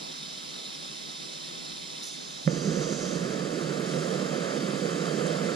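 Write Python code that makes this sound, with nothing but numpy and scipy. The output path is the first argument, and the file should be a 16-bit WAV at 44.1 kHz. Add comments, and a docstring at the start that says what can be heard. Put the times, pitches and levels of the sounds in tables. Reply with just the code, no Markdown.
"""Lighting a small gas stove by a lake

Cold gas hisses from the jet over a low wash of wind and water: shaped noise, with a faint whistle.
A match hisses in the jet and sputters; the gas lights with a soft pop, a pressure pulse and decaying sines.
The flame then roars under a pan: boom, rumble, upper roar and hot hiss, all modulated noise.
Two microphone ports hear it with different levels, phases and coherence, behind a steep wind filter."""
import sys
import numpy as np
from scipy import signal
from scipy.fft import rfft, irfft, next_fast_len
from scipy.io import wavfile
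from scipy.ndimage import uniform_filter1d

SR = 44100
rng = np.random.default_rng(int(sys.argv[2]) if len(sys.argv) > 2 else 0)


def wav_record(signal):
    """Record a signal, one row per channel, as 16-bit PCM in the file named by sys.argv[1]."""
    frames = np.transpose(np.atleast_2d(signal))
    bounded = np.clip(frames, -1, 1)
    # unit amplitude maps onto the largest positive 16-bit level
    quanta = np.round(bounded * 32767).astype(np.int16)
    wavfile.write(sys.argv[1], SR, quanta)


N = 244796
LONG = next_fast_len(N + 8192)  # samples worked on, with room for the filters to ring
T, HZ = np.arange(LONG) / SR, np.fft.rfftfreq(LONG, 1 / SR)
FADE = np.clip((LONG - 2048 - np.arange(LONG)) / 2048, 0, 1)  # falls to zero 2048 samples before the end


def amp(db):
    """Decibel law: level to amplitude gain."""
    return 10 ** (np.asarray(db) / 20)


def on_hz(table):
    """Interpolation on a logarithmic frequency axis, one curve for each column."""
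    f, *columns = np.transpose(table)
    return np.squeeze([np.interp(np.log(HZ + 1), np.log(f), c) for c in columns])


def since(s):
    """Elapsed time in seconds after a moment, zero before it."""
    return np.maximum(T - s, 0)


def until(s):
    """Remaining time in seconds before a moment, zero after it."""
    return np.maximum(s - T, 0)


def colour(x, gain):
    """Linear filtering: each frequency is multiplied by its gain."""
    return irfft(rfft(x) * gain, LONG)


def hiss(gain):
    """Filtered white noise: two unrelated noises whose power per Hz is the gain squared."""
    return colour(rng.standard_normal((2, LONG)), gain * np.sqrt(SR / 2))


def evened(x):
    """Normalisation to rms 1."""
    return x / x.std()


def flicker(top_hz, low_hz=3):
    """Random modulation of rms 1: noise between two rates, strongest at the slowest."""
    gain = (HZ > low_hz) / np.sqrt(HZ + 1) / (1 + (HZ / top_hz) ** 2)
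    return evened(colour(rng.standard_normal(LONG), gain))


def patches(width_hz, length_s):
    """Correlated random field over frequency and time, rms 1, for frames of 512 samples."""
    x = rng.standard_normal((257, LONG // 256 + 2))
    x = uniform_filter1d(x, max(1, round(width_hz * 512 / SR)), axis=0)
    x = uniform_filter1d(x, max(1, round(length_s * SR / 256)), axis=1)
    return evened(x)


def mottled(x, depth_db, width_hz, length_s):
    """Random modulation: bands of the noise swell and sink independently in level."""
    z = signal.stft(x, nperseg=512)[2]
    gain = amp(depth_db * patches(width_hz, length_s)[:, :z.shape[-1]])
    return signal.istft(z * gain, nperseg=512)[1][..., :LONG]


def ports(pair, table):
    """Partial coherence: right hears the first sound, left a phase-shifted copy mixed with the second."""
    level_db, lead, same = on_hz(table)
    same = np.clip(same, 0, 1)
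    shared = colour(pair[0], same * np.exp(1j * lead))
    unrelated = colour(pair[1], np.sqrt(1 - same ** 2))
    return np.array([colour(shared + unrelated, amp(level_db)), pair[0]])


def air():
    """Broadband ambient noise: a lumpy low wash of wind and water under slow level modulation."""
    # spectrum of light wind and lake: f/Hz, relative level/dB per Hz
    air_spectrum = [(40, 16.5), (100, 9), (170, 0), (300, -1.5), (500, -7), (800, -5.5), (1300, -12),
                    (1800, -15.5)]
    # left port against right in the open air: f/Hz, level/dB, phase lead/rad, coherence (0-1)
    air_ports = [(171, -0.8, 0.39, 0.3), (305, -4, 0.06, 0), (472, -0.5, 4.17, 0.44), (784, -2, 3.12, 0.84),
                 (1290, 3.5, 2.6, 0.63), (1800, 3.5, 2.23, 0.62)]
    level_db = -71  # dB per Hz at 0 dB of the spectrum
    wash = hiss(amp(on_hz(air_spectrum)) / (1 + (HZ / 2500) ** 2))
    wash = mottled(wash, depth_db=1.35, width_hz=400, length_s=.084)
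    return ports(wash * amp(level_db + .66 * flicker(top_hz=11)), air_ports)


def cold_jet():
    """Jet noise: escaping gas hisses, with a narrow-band whistle, until the flame front arrives."""
    # unlit gas leaving the burner holes: f/Hz, relative level/dB per Hz
    cold_spectrum = [(2000, -8), (2900, -8), (3380, -9), (3600, -2), (4300, -2), (4520, -12.5), (5400, 0),
                     (6000, -8.5), (6250, -14), (7200, -10), (7700, -12), (8300, -22), (9950, -13.5),
                     (11500, -33.5), (14200, -33.5)]
    # faint tone of the jet: f/Hz, bandwidth/Hz, rms level/dB when clearest
    whistle = (1270, 10, -62)
    cold_db = -71  # dB per Hz at 0 dB of the spectrum
    match_in_s, shade_db, shade_s = 2.06, -1.5, .05  # hand and match shade the jet; time constant
    end_s, dies_db_per_s = 2.468, 300  # the flame front reaches the burner holes
    clearest_s, half_s, sinks_by_db = .72, .4, -5  # whistle: time, time scale, change away from it

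    shade = shade_db * (1 - np.exp(-since(match_in_s) / shade_s))
    change_db = shade - dies_db_per_s * since(end_s)

    below = 1 / (1 + (cold_spectrum[0][0] / (HZ + 1)) ** 4)  # little of the jet lies under its band
    jet = mottled(hiss(amp(on_hz(cold_spectrum)) * below), depth_db=.8, width_hz=400, length_s=.03)
    jet = jet * amp(cold_db + change_db + .3 * flicker(top_hz=40, low_hz=8))

    hz, width, db = whistle
    resonance = 1 / np.sqrt(1 + (2 * (HZ - hz) / width) ** 2)
    tone = hiss(resonance / np.sqrt(np.pi * width / 2))  # unit power over the line
    sinks_db = sinks_by_db * (1 - np.exp(-((T - clearest_s) / half_s) ** 2))
    return jet + tone * amp(db + sinks_db + change_db)


def match_and_spits():
    """Modulated jet noise: bright hiss around the match, and grainy bursts that decay exponentially."""
    # hot jet torn by the match: f/Hz, relative level/dB per Hz
    match_spectrum = [(4000, -4.5), (5000, -2), (5800, -3.5), (6300, 4.5), (6800, -2.5), (7200, -6.5),
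                      (8000, -12.5), (9500, -31), (11000, -42)]
    # match hiss, swelling in the flame until it is drawn out: t/s, level/dB per Hz before flicker
    match_level = [(2.02, -110), (2.07, -81), (2.44, -82.5), (2.51, -75.5), (2.7, -74.5), (2.85, -72.5),
                   (3.05, -73.5), (3.13, -74), (3.22, -82), (3.33, -84), (3.5, -95), (5.55, -110)]
    # sputter spectrum: f/Hz, relative level/dB per Hz
    spit_spectrum = [(4000, -16), (5200, -4), (5700, -5.5), (7000, -8.5), (8300, -16.5), (9800, -8),
                     (11300, -19.5), (14000, -24)]
    # bright sputters: t/s, onset level/dB per Hz before the grain, decay time T60/s, bottom f/Hz, top f/Hz
    spits = [(2.022, -69, .16, 4500, 14000), (2.032, -67, .14, 4500, 14000),
             (2.051, -64.5, .16, 4500, 13000), (2.066, -67.5, .2, 5000, 12000),
             (2.112, -70, .22, 5500, 11500), (2.14, -72, .15, 5500, 11000), (2.19, -73, .1, 6000, 11000),
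             (3.795, -68, .15, 10000, 13000), (5.263, -56, .1, 7000, 8800)]
    rise_s = .003  # time constant

    above = 1 / (1 + (3500 / (HZ + 1)) ** 4)
    level_db = np.interp(T, *np.transpose(match_level)) + 1.1 * flicker(top_hz=40)
    out = hiss(amp(on_hz(match_spectrum)) * above) * amp(level_db)

    grain_db = 2.5 * flicker(top_hz=900, low_hz=60)  # shared by all sputters
    shape = amp(on_hz(spit_spectrum))
    for s, db, t60, low_hz, top_hz in spits:
        t = since(s)
        envelope = amp(db + grain_db - 60 * t / t60) * (1 - np.exp(-t / rise_s))
        band = shape / (1 + (HZ / top_hz) ** 8) / (1 + (low_hz / (HZ + 1)) ** 8)
        out = out + mottled(hiss(band), depth_db=3, width_hz=1500, length_s=.006) * envelope
    return out


def pop():
    """Expansion and resonance: a pocket of gas swells and falls back; the flame front rings the gap."""
    # gap under the pan, the deepest ring starting last:
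    # f/Hz, level/dB before decay and build-up, decay time T60/s, delay after the flame front/ms
    pop_rings = [(177, -21, .05, 5.3), (335, -19, .04, .4), (533, -14, .042, .85), (1090, -27, .016, .4),
                 (1500, -26, .014, 0), (1810, -25, .014, 0), (2070, -31, .022, 2.5)]
    pop_s, pop_db, pop_ms = 2.478, 5.3, 2.62  # centre, scale of the pulse in level and in time
    front_s = 2.4758  # the flame front runs out
    rise_cycles = .3  # each ring builds up with this time constant
    crack_db, crack_t60, crack_hz, crack_rise_s = -67, .035, 2200, .0017  # rush of the front, dB per Hz

    u = (T - pop_s) * 1000 / pop_ms
    push = -amp(pop_db) * u * np.exp(-u ** 2)

    rings = 0
    for hz, db, t60, late_ms in pop_rings:
        t = since(front_s + late_ms / 1000)
        envelope = amp(db - 60 * t / t60) * (1 - np.exp(-t * hz / rise_cycles))
        rings = rings + envelope * np.sin(2 * np.pi * hz * t)

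    t = since(front_s)
    envelope = amp(crack_db - 60 * t / crack_t60) * (1 - np.exp(-t / crack_rise_s))
    crack = hiss(1 / (1 + (HZ / crack_hz) ** 6)) * envelope
    return crack + np.array([push + rings, 0 * t])  # the pulse and rings have no unrelated part


def flame():
    """Combustion noise: slow flutter moves boom, rumble and upper roar; quick flutter roar and hot hiss."""
    # turbulent flame, booming in the gap under the pan: f/Hz, relative level/dB per Hz
    roar_spectrum = [(170, -3.5), (260, -6.5), (400, -2.5), (500, -3.5), (620, -8), (800, -21), (950, -23),
                     (1200, -19), (1500, -20.5), (2000, -25), (2600, -26)]
    # uneven level of the roar, rising and falling irregularly (before flutter and onset):
    # t/s, boom rms level/dB, upper roar rms level/dB
    roar_level = [(2.5, -25.5, -33.5), (2.6, -32, -33), (2.72, -25, -31), (2.85, -29.5, -31),
                  (2.96, -29.5, -34), (3.05, -28.5, -33), (3.3, -28.5, -31.5), (3.36, -30, -31),
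                  (3.45, -28.5, -32.5), (3.86, -30.5, -31), (3.92, -26.5, -31), (4.04, -32.5, -31.5),
                  (4.16, -28, -30), (4.3, -31, -31), (4.4, -27.5, -29.5), (4.48, -33, -29),
                  (4.57, -29, -31), (4.83, -28, -31), (4.9, -33, -31), (4.97, -28.5, -30), (5.4, -29, -29),
                  (5.55, -28.5, -30)]
    # the same jet once it is hot: f/Hz, relative level/dB per Hz
    lit_spectrum = [(2600, -2.5), (3400, -5.5), (3900, -3.5), (4130, -6), (4400, -2.5), (5100, -2.5),
                    (5600, -1), (6000, -10), (6500, -3.5), (7300, -2.5), (7550, -6), (7800, -6),
                    (8100, -12), (8900, -13.5), (9800, -11.5), (10500, -16), (11500, -26.5), (14200, -31.5)]
    # hot hiss, swelling and sinking slowly: t/s, level/dB per Hz before flutter and onset
    hot_level = [(2.5, -76), (3.1, -75.5), (3.45, -76.5), (3.62, -75), (3.78, -76), (3.92, -73.5),
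                 (4.3, -75), (4.8, -74.5), (5.1, -74), (5.55, -74.5)]
    light_s, catch_db_per_s = 2.485, 3000  # the flame stands at this time after a steep rise
    boom_lag_db, boom_lag_s = -5, .025  # after the pop the boom gathers itself
    hot_lag_db, hot_lag_s = -6, .03  # late start of the hot hiss
    rumble_db, hold_s, dies_db_per_s, rest_db = -43.5, .5, 14, -64  # the young flame flaps, dB per Hz
    young_db, young_hz, settle_s = -2.5, 715, .76  # the young flame is dull at the top of its roar

    age, catch_db = since(light_s), -catch_db_per_s * until(light_s)
    slow, quick = flicker(top_hz=30, low_hz=5), flicker(top_hz=90, low_hz=6)
    s, *levels = np.transpose(roar_level)
    boom_db, upper_db = (catch_db + np.interp(T, s, db) for db in levels)

    roar = amp(on_hz(roar_spectrum)) / (1 + (HZ / 2800) ** 6) * (HZ > 110)  # the rumble lies below
    high = 1 / (1 + (330 / (HZ + 1)) ** 4)  # share of the roar above the boom
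    boom_db = boom_db + boom_lag_db * np.exp(-age / boom_lag_s)
    boom = evened(hiss(roar * (1 - high))) * amp(boom_db + .49 * slow)

    upper = evened(hiss(roar * high))
    top = colour(upper, 1 / (1 + (young_hz / (HZ + 1)) ** 6))
    upper = upper + top * (amp(young_db * np.exp(-age / settle_s)) - 1)
    upper = upper * amp(upper_db + .59 * slow + .55 * quick)

    hiss_db = catch_db + np.interp(T, *np.transpose(hot_level)) + hot_lag_db * np.exp(-age / hot_lag_s)
    hot = hiss(amp(on_hz(lit_spectrum)) / (1 + (2400 / (HZ + 1)) ** 6))
    hot = mottled(hot, depth_db=.72, width_hz=600, length_s=.06) * amp(hiss_db + .4 * quick)

    flaps_db = np.maximum(rumble_db - dies_db_per_s * since(light_s + hold_s), rest_db)
    rumble = hiss(1 / (1 + (HZ / 110) ** 4)) * amp(catch_db + flaps_db + 2 * slow)
    return boom + upper + hot + rumble


def body(x):
    """Resonance: burner and pan raise or lower narrow bells of the spectrum."""
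    # resonances on all that the stove sends out: f/Hz, width/Hz, gain/dB
    bells = [(172, 40, 2), (415, 30, -2.5), (480, 70, 3), (560, 50, 1.5), (632, 30, -3), (700, 60, 1.5),
             (965, 40, -3), (1190, 70, 2), (1330, 220, 2.5), (1740, 110, 3), (2070, 110, 3.5),
             (2400, 90, -3), (2590, 130, 3.5), (2840, 90, -3), (3180, 190, 5.5), (3390, 90, -2),
             (3630, 120, 3.5), (3970, 110, 3), (4730, 170, 4.5), (6470, 150, 2.5), (7330, 150, 2)]
    gain_db = sum(db * np.exp(-(2 * (HZ - hz) / width) ** 2 / 2) for hz, width, db in bells)
    return colour(x, amp(gain_db))


def scene():
    """Superposition: cold jet, match and flame each reach the two ports in their own way."""
    # left port against right, for three sources: f/Hz, level/dB, phase lead/rad, coherence (0-1)
    # the cold jet, which beams differently from the flame
    cold_ports = [(1200, -12.5, 2.5, 0.51), (2000, -1, 2, 0.97), (2640, -5, -0.5, 0.21),
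                  (3520, 1.5, .5, 0.99), (3800, -2, 0.87, 1), (4330, -3, -0.1, 0.9),
                  (4830, 1.5, -0.6, 0.86), (5400, -10.5, -2, 1), (5750, -18, 4, .3), (5900, -8, -2.5, .35),
                  (6200, -3, -2, .2), (6800, -3, -3, 0.45), (7550, -10.5, 2.5, .3), (8600, 1.5, -1.5, .05),
                  (9350, -4, 0.5, .6), (9800, -8.5, .5, .5), (10500, -2, 1, .05), (12100, -1.5, 0.5, .55)]
    # the match and the sputters, heard mostly from the right
    match_ports = [(4020, -4, 0.25, 0.82), (5340, -9, -.6, 0.86), (5800, 0, -.5, 0.97),
                   (6400, -13.5, -.2, 0.98), (7000, -11, -.1, .65), (8000, -7, .6, .5), (8500, -6, .3, .4),
                   (9800, -6, .1, 0.67), (12000, -3, 0, .4)]
    # the lit stove
    lit_ports = [(40, -.5, 0, .92), (150, -6, -.3, .98), (350, -10, .15, .97), (550, -17.5, 1.3, .9),
                 (900, -1, 2.3, .88), (1200, -3.5, 1.55, .88), (2300, 0, 1.6, .65), (2550, -5.5, .6, .6),
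                 (2900, -1, .9, .7), (3900, 0, .25, .92), (4800, -3, -.1, .75), (5420, -10.5, -.5, .35),
                 (5750, -2, -2.2, .4), (6050, 0, -1.5, .1), (6350, -2, 0, .6), (6900, -10.5, .1, .3),
                 (7400, -10.5, .2, .5), (8300, -2, 0, .35), (9200, -1.5, 0, .55), (9900, -5.5, .3, .3),
                 (13000, -.5, 0, .55)]
    stove = ports(cold_jet(), cold_ports) + ports(match_and_spits(), match_ports)
    lit = ports((pop() + flame()) * FADE, lit_ports)  # faded so that its end cannot wrap round
    return (body(stove + lit) + air())[:, :N]


def record(dry):
    """Zero-phase filtering: a steep wind filter rings on both sides of the pop; then the band limit."""
    cut_hz, cut_width_hz, cut_db = 126.6, 9.35, -37
    edge_hz = 14650
    padded = np.pad(dry, ((0, 0), (4096, LONG - N - 4096)), "reflect") * np.minimum(FADE, FADE[::-1])
    steps = np.minimum((HZ - cut_hz) / cut_width_hz, 50)  # limited to keep the exponential finite
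    cut = colour(padded, amp(cut_db / (1 + np.exp(steps))))
    band = signal.firwin(601, edge_hz, window=("kaiser", 9), fs=SR)
    return signal.oaconvolve(cut, band[None], "same")[:, 4096:4096 + N]


dry = scene()
out = record(dry)
wav_record(out)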